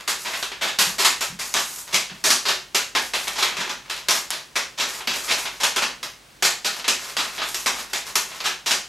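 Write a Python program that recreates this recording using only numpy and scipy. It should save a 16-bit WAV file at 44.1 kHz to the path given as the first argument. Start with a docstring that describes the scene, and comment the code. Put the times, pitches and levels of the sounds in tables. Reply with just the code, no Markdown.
"""A small, bare room, where a sheet of paper is held up into a spinning ceiling fan.
Four or five times a second a blade strikes it: the sheet cracks, buckles in a burst of crackles
and snaps free, or stays on the blades for a while and rustles. The microphone hears the nearest
patch of paper directly, dead centre; the room answers each slap with a short, bright, wider tail.
Underneath lie the low hum of the motor and the wash of air off the blades."""
import sys
import numpy as np
from scipy import signal
from scipy.fft import rfft, irfft, next_fast_len
from scipy.io import wavfile

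SR = 44100
rng = np.random.default_rng(int(sys.argv[2]) if len(sys.argv) > 2 else 0)


def transcribe(u):
    """Save the signal u as a 16-bit wav file named by the first command-line argument.

    u: samples, shape (n,) or (channels, n), limited to [-1, 1]; the rate is SR.
    q: integer samples, one column per channel.
    """
    v = np.clip(np.atleast_2d(u).T, -1, 1)
    q = np.round(v * 32767).astype(np.int16)
    wavfile.write(sys.argv[1], SR, q)


N = 391608

# The fan motor's hum. Each row: frequency in Hz, rms level in dB that it wavers around.
MOTOR_HUM = [(48.4, -63.5), (60, -74), (134.6, -66.5)]
# Air moved by the blades. Each row: frequency in Hz, relative level in dB.
AIR_COLOUR = [(20, -22), (48, 2), (80, -2), (140, 2.5), (300, -1), (1000, -4.5), (3000, -4.5),
              (8000, -10.5), (16000, -21)]
# The part of that air which differs left to right. Each row: frequency in Hz, relative level in dB.
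AIR_SIDE_COLOUR = [(20, -10), (60, -14), (150, -8), (1000, -2), (4000, -11), (16000, -41)]
# The bare room's decay. Each row: frequency in Hz, seconds to fall by 60 dB.
ROOM_DECAY = [(150, 0.41), (400, 0.4), (1000, 0.34), (2800, 0.34), (7300, 0.35), (14000, 0.29)]
# Width of the room sound at the microphone. Each row: frequency in Hz, side minus mid in dB.
ROOM_WIDTH = [(150, -22.5), (600, -14.5), (1500, -10), (3000, -9), (7200, -23), (10000, -5), (11200, -4),
              (11800, -40)]
# Colour of the crackling sheet. Each row: frequency in Hz, relative level in dB.
PAPER_COLOUR = [(50, -25), (100, -33.5), (160, -15.5), (240, -10.5), (300, -14), (370, -10), (1000, -1),
                (2100, 1.5), (4700, 0.5), (6800, -2), (9700, -11.5), (11800, -11), (14000, -20.5),
                (16000, -52)]
# Ring of the blades under a blow. Each row: frequency in Hz, bandwidth in Hz, relative level in dB.
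BLADE_MODES = [(239, 7.9, -20), (375.5, 22, 0), (713, 18, -20), (1050, 6.9, -16), (1455, 9.4, -2),
               (2110, 27, -18), (2520, 15, -10)]
# The whole sheet flopping over. Each row: start in seconds, relative level in dB, pitch in Hz.
SHEET_FLOPS = [(0.787, -32, 200), (0.87, -30, 175), (0.909, -39, 205), (1.3, -34, 150), (1.325, -30, 175),
               (1.936, -33, 186), (2.115, -33, 180), (2.952, -35, 250), (3.584, -32, 190),
               (4.089, -39, 185), (5.08, -31, 223), (6.883, -29, 245)]
# Creases popping over. Each row: start in seconds, relative level in dB.
CREASE_POPS = [(1.5406, -21), (3.2813, -26.5), (3.428, -27), (4.109, -21.5), (4.3048, -21.5),
               (7.545, -29.5)]
# The sheet riding the blades. Each row: start and end in seconds, relative level in dB, treble in dB.
SHEET_DRAGS = [(0, 0.012, -30.5, -5), (0.184, 0.426, -42.5, 9), (0.466, 0.61, -52, -4),
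               (0.851, 0.91, -32.5, 4), (1.424, 1.606, -42.5, 8.5), (1.6, 1.822, -40, 12),
               (1.871, 1.934, -36.5, -2), (2.132, 2.216, -48.5, 1), (2.989, 3.077, -41.5, 11),
               (3.149, 3.338, -34.5, 4), (3.48, 3.73, -35, -11), (3.848, 4.094, -45, -12),
               (4.139, 4.189, -28.5, 2.5), (4.87, 5.0, -34.5, 2.5), (5.13, 5.449, -36.5, 5.5),
               (5.479, 5.61, -43, 1), (6.726, 6.793, -35, 1), (6.992, 7.128, -35, 1),
               (7.222, 7.388, -37.5, 0), (7.425, 7.645, -42, 9.5), (7.749, 7.816, -33.5, 0),
               (7.895, 7.94, -41.5, 0), (8.048, 8.112, -37, 2), (8.256, 8.416, -39.5, -0.5)]
# A blade strikes the sheet and pushes it along until it snaps free of the trailing edge.
# Each row: start in seconds, strike level in dB, contact time in seconds, release level in dB,
# treble in dB, first crack in dB over the strike (low for a glancing blow). 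Levels are relative.
BLADE_BLOWS = [(0.0767, -21.5, 0.014, -21, 4, -5), (0.2453, -21.5, 0.089, -23, -8.5, -23.5),
               (0.427, -26, 0.012, -33, -3, -1), (0.5167, -32.5, 0.0084, -33, -12, 1.5),
               (0.6109, -17, 0.063, -22.5, -6.5, -16), (0.7873, -14.5, 0.018, -20.5, 4.5, -9.5),
               (0.983, -15, .063, -11.5, 2, -11.5), (1.207, -22, .012, -27, 4.5, -12),
               (1.3898, -27, 0.021, -34, 4.5, -16), (1.539, -17.5, 0.025, -19, -1, -19),
               (1.926, -21.5, 0.016, -16, 1.5, -22), (2.096, -33.5, .01, -44, -16, -8),
               (2.2398, -14.5, 0.063, -14, 5.5, -14.5), (2.4533, -18.5, 0.031, -16, -3, -11),
               (2.7461, -16, .01, -21, 4, -7.5), (2.9503, -15.5, .013, -21.5, -7, -10),
               (3.135, -19, .008, -25, -5, -11), (3.2708, -24.5, 0.0098, -30, -14, -7),
               (3.356, -27.5, .01, -34, -4, -9), (3.3815, -17.5, 0.042, -15.5, -3, -13),
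               (3.568, -23, .034, -22.5, -6.5, -6), (3.694, -26, 0.014, -33.5, -5.5, -4),
               (3.8977, -27.5, 0.0095, -27, -1, -2), (3.964, -47, 0.011, -33.5, 0.5, 10.5),
               (4.0847, -18, 0.021, -19, 2.5, -1.5), (4.3054, -24, 0.032, -42, -0.5, -15),
               (4.5557, -20, 0.0073, -21, -2.5, -12), (4.775, -20, 0.023, -21, -3, -36),
               (5.0062, -30, 0.0074, -44, -37, -2), (5.073, -18, 0.042, -45, -4, -3.5),
               (5.2781, -18.5, 0.031, -15.5, -4.5, -20), (5.454, -24, .008, -36, -11, -9),
               (5.601, -21, .032, -14, -1.5, -16), (5.761, -16.5, 0.013, -26, -3.5, -7.5),
               (5.821, -18, .01, -26, -5.5, -10), (6.029, -28, 0.0096, -36, 0, -7),
               (6.424, -15.5, 0.024, -15.5, 3, -6.5), (6.6456, -18, 0.017, -29, -1.5, -13),
               (6.7963, -35.5, .008, -38, -9, 4), (6.843, -25.5, 0.007, -35, -14, -4),
               (6.8793, -16.5, .009, -21.5, 1, -5.5), (7.1676, -17.5, .055, -41, -3.5, -4),
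               (7.379, -22.5, 0.037, -20, -16, -9), (7.545, -28, 0.0063, -33, 7, -6),
               (7.66, -16.5, 0.011, -24.5, -1.5, -8), (7.9332, -22, 0.026, -38, 2, -2.5),
               (8.1551, -19, 0.0078, -22.5, 5, -2), (8.315, -37, .006, -44, -24, -3),
               (8.403, -29, 0.0044, -36, -6, -3.5), (8.44, -22, 0.017, -18.5, -1.5, -20),
               (8.6605, -18, 0.047, -16.5, 1, -13)]

AIR_DB, AIR_SIDE_DB = -51, -7.5  # rms level of the air; its side signal against that
STRIKE_BODY_DB, RELEASE_BODY_DB = 2.5, -0.5  # the blade behind the sheet gives the strike more body
STRIKE_DIRECT_DB, RELEASE_DIRECT_DB = -5.5, -5  # direct sound against the room
STRIKE_SHARE, LONGEST_FADE_S = 0.43, 0.018  # a strike fades in this share of the contact, up to a limit
SQUARE_RISE_S, GLANCE = 0.00032, 1.27  # a square blow's rise; the fainter its crack, the slower the rise
CRACK_RISE_S, CRACK_FADE_S = 0.0004, 0.0045
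RELEASE_RISE_S, RELEASE_FADE_S = 0.0014, 0.0038


def gain_of(db):
    return 10 ** (np.asarray(db) / 20)


def unit_rms(x):
    return x / np.sqrt(np.mean(x ** 2) + 1e-20)


def value_at(points, hz):
    """Reads a table along straight lines over log frequency."""
    table_hz, value = np.transpose(points)
    return np.interp(np.log(hz + 1), np.log(table_hz + 1), value)


def add(mix, start_s, sound):
    part = mix[max(round(start_s * SR), 0):][:len(sound)]
    part += sound[:len(part)]


def tint(x, points):
    """Colours a sound by rows of frequency in Hz and gain in dB."""
    size = next_fast_len(len(x) + 512)
    gain = gain_of(value_at(points, np.fft.rfftfreq(size, 1 / SR)))
    return irfft(rfft(x, size) * gain, size)[:len(x)]


def air_wash(db, colour):
    """The soft, steady noise of air stirred by the blades."""
    return gain_of(db) * unit_rms(tint(rng.standard_normal(N), colour))


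def motor_hum(beat_s=2.12, trough_s=0.2, beat_db=3.5):
    """The motor overhead: wavering low tones, the lowest swelling and sinking in a slow beat."""
    t = np.arange(N) / SR
    knots = np.linspace(0, t[-1], 40)
    tones = []
    for hz, db in MOTOR_HUM:
        waver = np.interp(t, knots, rng.standard_normal(len(knots)))
        tones.append(np.sqrt(2) * gain_of(db + 1.5 * waver) * np.sin(2 * np.pi * hz * t + 0.4 * waver))
    beat = gain_of(-beat_db * np.cos(2 * np.pi * (t - trough_s) / beat_s))
    return beat * tones[0] + sum(tones[1:])


def room_tail(ceiling_s=0.0016, echoes_per_s=9000):
    """The near ceiling answers first, then the walls: random echoes, each band dying at its own speed."""
    t = np.arange(SR * 2 // 3) / SR
    echoes = rng.standard_normal(len(t)) * (rng.random(len(t)) < echoes_per_s / SR)
    hz, age, bands = signal.stft(echoes * (t > ceiling_s), SR, nperseg=256)
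    decay = gain_of(-60 * age / value_at(ROOM_DECAY, hz)[:, None])
    tail = signal.istft(bands * decay, SR, nperseg=256)[1]
    return tail / np.linalg.norm(tail)


def flop_puffs(swell_s=0.0039, trim_db=-3):
    """A few low cycles of air pushed out by the flopping sheet."""
    out, t = np.zeros(N), np.arange(SR // 10) / SR
    envelope = t / swell_s * np.exp(1 - t / swell_s)
    for start, db, hz in SHEET_FLOPS:
        add(out, start, gain_of(db + trim_db) * envelope * np.sin(2 * np.pi * hz * t))
    return out


def crease_ticks(fade_s=0.00094, wall_delay_s=0.0053, wall_db=-7, trim_db=-2):
    """A crease pops: a thin, bright tick reaches the microphone, then its echo off the nearest wall."""
    out, t = np.zeros(N), np.arange(SR // 200) / SR
    for start, db in CREASE_POPS:
        tick = rng.standard_normal(len(t)) * np.exp(-t / fade_s)
        tick *= gain_of(db + trim_db) * np.sqrt(0.02 * SR) / np.linalg.norm(tick)
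        add(out, start, tick)
        add(out, start + wall_delay_s, gain_of(wall_db) * tick)
    return tint(out, [(700, -2), (2500, -9.5), (6000, 1.5), (12000, 2)])


def sheet_ring(x):
    """Every click rings with the colour of the paper and, faintly, the modes of the blade."""
    hz = np.fft.rfftfreq(8192, 1 / SR)
    log_gain = np.log(gain_of(value_at(PAPER_COLOUR, hz)))
    mirrored = np.r_[log_gain, log_gain[-2:0:-1]]
    paper = np.exp(signal.hilbert(mirrored).conj())[:len(hz)]  # causal: no ring before the click
    blade = 1 + sum(gain_of(db) / (1 + 2j * (hz - mode_hz) / width) for mode_hz, width, db in BLADE_MODES)
    click = irfft(paper * blade)
    return signal.oaconvolve(x, click / np.linalg.norm(click))[:N]


def sheet_grip(catches_per_s=80, spread_db=3):
    """A juddering gain: the sheet catches on the blade and lets go."""
    catches = rng.standard_normal(catches_per_s * N // SR)
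    position = np.linspace(0, len(catches), N)
    return unit_rms(gain_of(spread_db * np.interp(position, np.arange(len(catches)), catches)))


def crackle(samples, per_s, spread_db, hiss):
    """Tiny buckling clicks of uneven size over the hiss of rubbing fibres."""
    size = gain_of(spread_db * np.minimum(rng.exponential(1, samples), 4))
    clicks = size * rng.choice([-1, 1], samples) * (rng.random(samples) < per_s / SR)
    return unit_rms(clicks) + hiss * rng.standard_normal(samples)


def drag_rustle(grip, edge_s=0.0017, sag_db_per_s=9):
    """Loose crackles that swell and sink as the sheet catches and slides along a blade."""
    out = np.zeros(N)
    for start, end, db, treble_db in SHEET_DRAGS:
        t = np.arange(0, max(end - start, 2 * edge_s), 1 / SR)
        rustle = crackle(len(t), per_s=1200, spread_db=4, hiss=0.35)
        rustle *= np.clip(np.minimum(t, t[-1] - t) / edge_s, 0, 1)
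        rustle *= gain_of(-sag_db_per_s * (t - t.mean()))  # sinks as the sheet slips off
        colour = [(400, 2.7), (1200, 1.5), (3300, -3), (8500, treble_db), (12000, treble_db + 3)]
        add(out, start, gain_of(db) * tint(rustle, colour))
    return out * grip


def slap(db, rise_s, fade_s, body_db, treble_db, bend_db, grip, judder=1.3):
    """A dense burst of crackles, clumped as the sheet catches and coloured by how it is bent."""
    t = np.arange(min(int((8 * fade_s + 0.005) * SR), len(grip))) / SR
    envelope = np.exp(-t / (2 * fade_s)) * (1 - np.exp(-t / rise_s))
    burst = crackle(len(t), per_s=6000, spread_db=3, hiss=0.67) * envelope * grip[:len(t)] ** judder
    burst *= np.sqrt(0.02 * SR / np.sum(burst ** 2))  # long or short, the energy of 20 ms at unit rms
    hz = np.geomspace(300, 12000, len(bend_db))
    colour_db = value_at([(600, body_db), (1400, 0), (3300, 0), (9500, treble_db)], hz) + bend_db
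    return gain_of(db) * tint(burst, np.c_[hz, colour_db])


def edge_cracks(bends, grip):
    """The short, dry crack as a blade's leading edge first meets the sheet."""
    out = np.zeros(N)
    for (start, strike_db, _, _, treble_db, crack_db), bend_db in zip(BLADE_BLOWS, bends):
        crack = slap(strike_db + crack_db, CRACK_RISE_S, CRACK_FADE_S, STRIKE_BODY_DB,
                     treble_db, bend_db, grip[round(start * SR):])
        add(out, start - CRACK_RISE_S, crack)
    return out


def blade_slaps(bends, grip):
    """Each blow slaps twice, at strike and release; returns the direct sound and what fills the room."""
    direct, into_room = np.zeros((2, N))
    for (start, strike_db, contact_s, release_db, treble_db, crack_db), bend_db in zip(BLADE_BLOWS, bends):
        rise_s = SQUARE_RISE_S * gain_of(-GLANCE * crack_db)
        fade_s = min(STRIKE_SHARE * contact_s, LONGEST_FADE_S)
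        catching = grip[round(start * SR):]
        strike = slap(strike_db, rise_s, fade_s, STRIKE_BODY_DB, treble_db, bend_db, catching)
        release = slap(release_db, RELEASE_RISE_S, RELEASE_FADE_S, RELEASE_BODY_DB,
                       treble_db - 0.5, bend_db, catching)  # a little duller than its strike
        add(direct, start, gain_of(STRIKE_DIRECT_DB) * strike)
        add(direct, start + contact_s, gain_of(RELEASE_DIRECT_DB) * release)
        add(into_room, start, strike)
        add(into_room, start + contact_s, release)
    return direct, into_room


def scene(patches=4):
    """Mid and side at the microphone: each patch of the sheet crackles by itself, with its own echoes."""
    bends = 1.3 * rng.standard_normal((len(BLADE_BLOWS), 16))  # broad resonances in dB, new every fold
    grip = sheet_grip()
    echoes = []
    for _ in range(patches):
        direct, into_room = blade_slaps(bends, grip)
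        rustle = drag_rustle(grip)
        echoes.append(signal.oaconvolve(into_room + rustle, room_tail())[:N] / np.sqrt(patches))
    leftward, rightward = sum(echoes[::2]), sum(echoes[1::2])
    ticks, puffs, tail = crease_ticks(), flop_puffs(), room_tail()
    # the last patch is nearest the microphone and is also heard directly
    near_slaps = tint(direct + edge_cracks(bends, grip), [(1500, -1.53), (12000, -1.25)])
    near = near_slaps + gain_of(-3) * rustle + ticks
    far = leftward + rightward + gain_of(-5) * signal.oaconvolve(ticks, tail)[:N]
    flops = puffs + gain_of(-4) * signal.oaconvolve(puffs, tail)[:N]
    mid = sheet_ring(near + far) + flops + motor_hum() + air_wash(AIR_DB, AIR_COLOUR)
    room_side = tint(sheet_ring(leftward - rightward), ROOM_WIDTH)
    side = room_side + air_wash(AIR_DB + AIR_SIDE_DB, AIR_SIDE_COLOUR)
    return np.array([mid + side, mid - side])


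def record(dry):
    """The recorder's band limit, at 16 kHz."""
    lowpass = signal.firwin(301, 16000, window=("kaiser", 9), fs=SR)
    return signal.oaconvolve(dry, lowpass[None], "same", axes=1)


dry = scene()
out = record(dry)
transcribe(out)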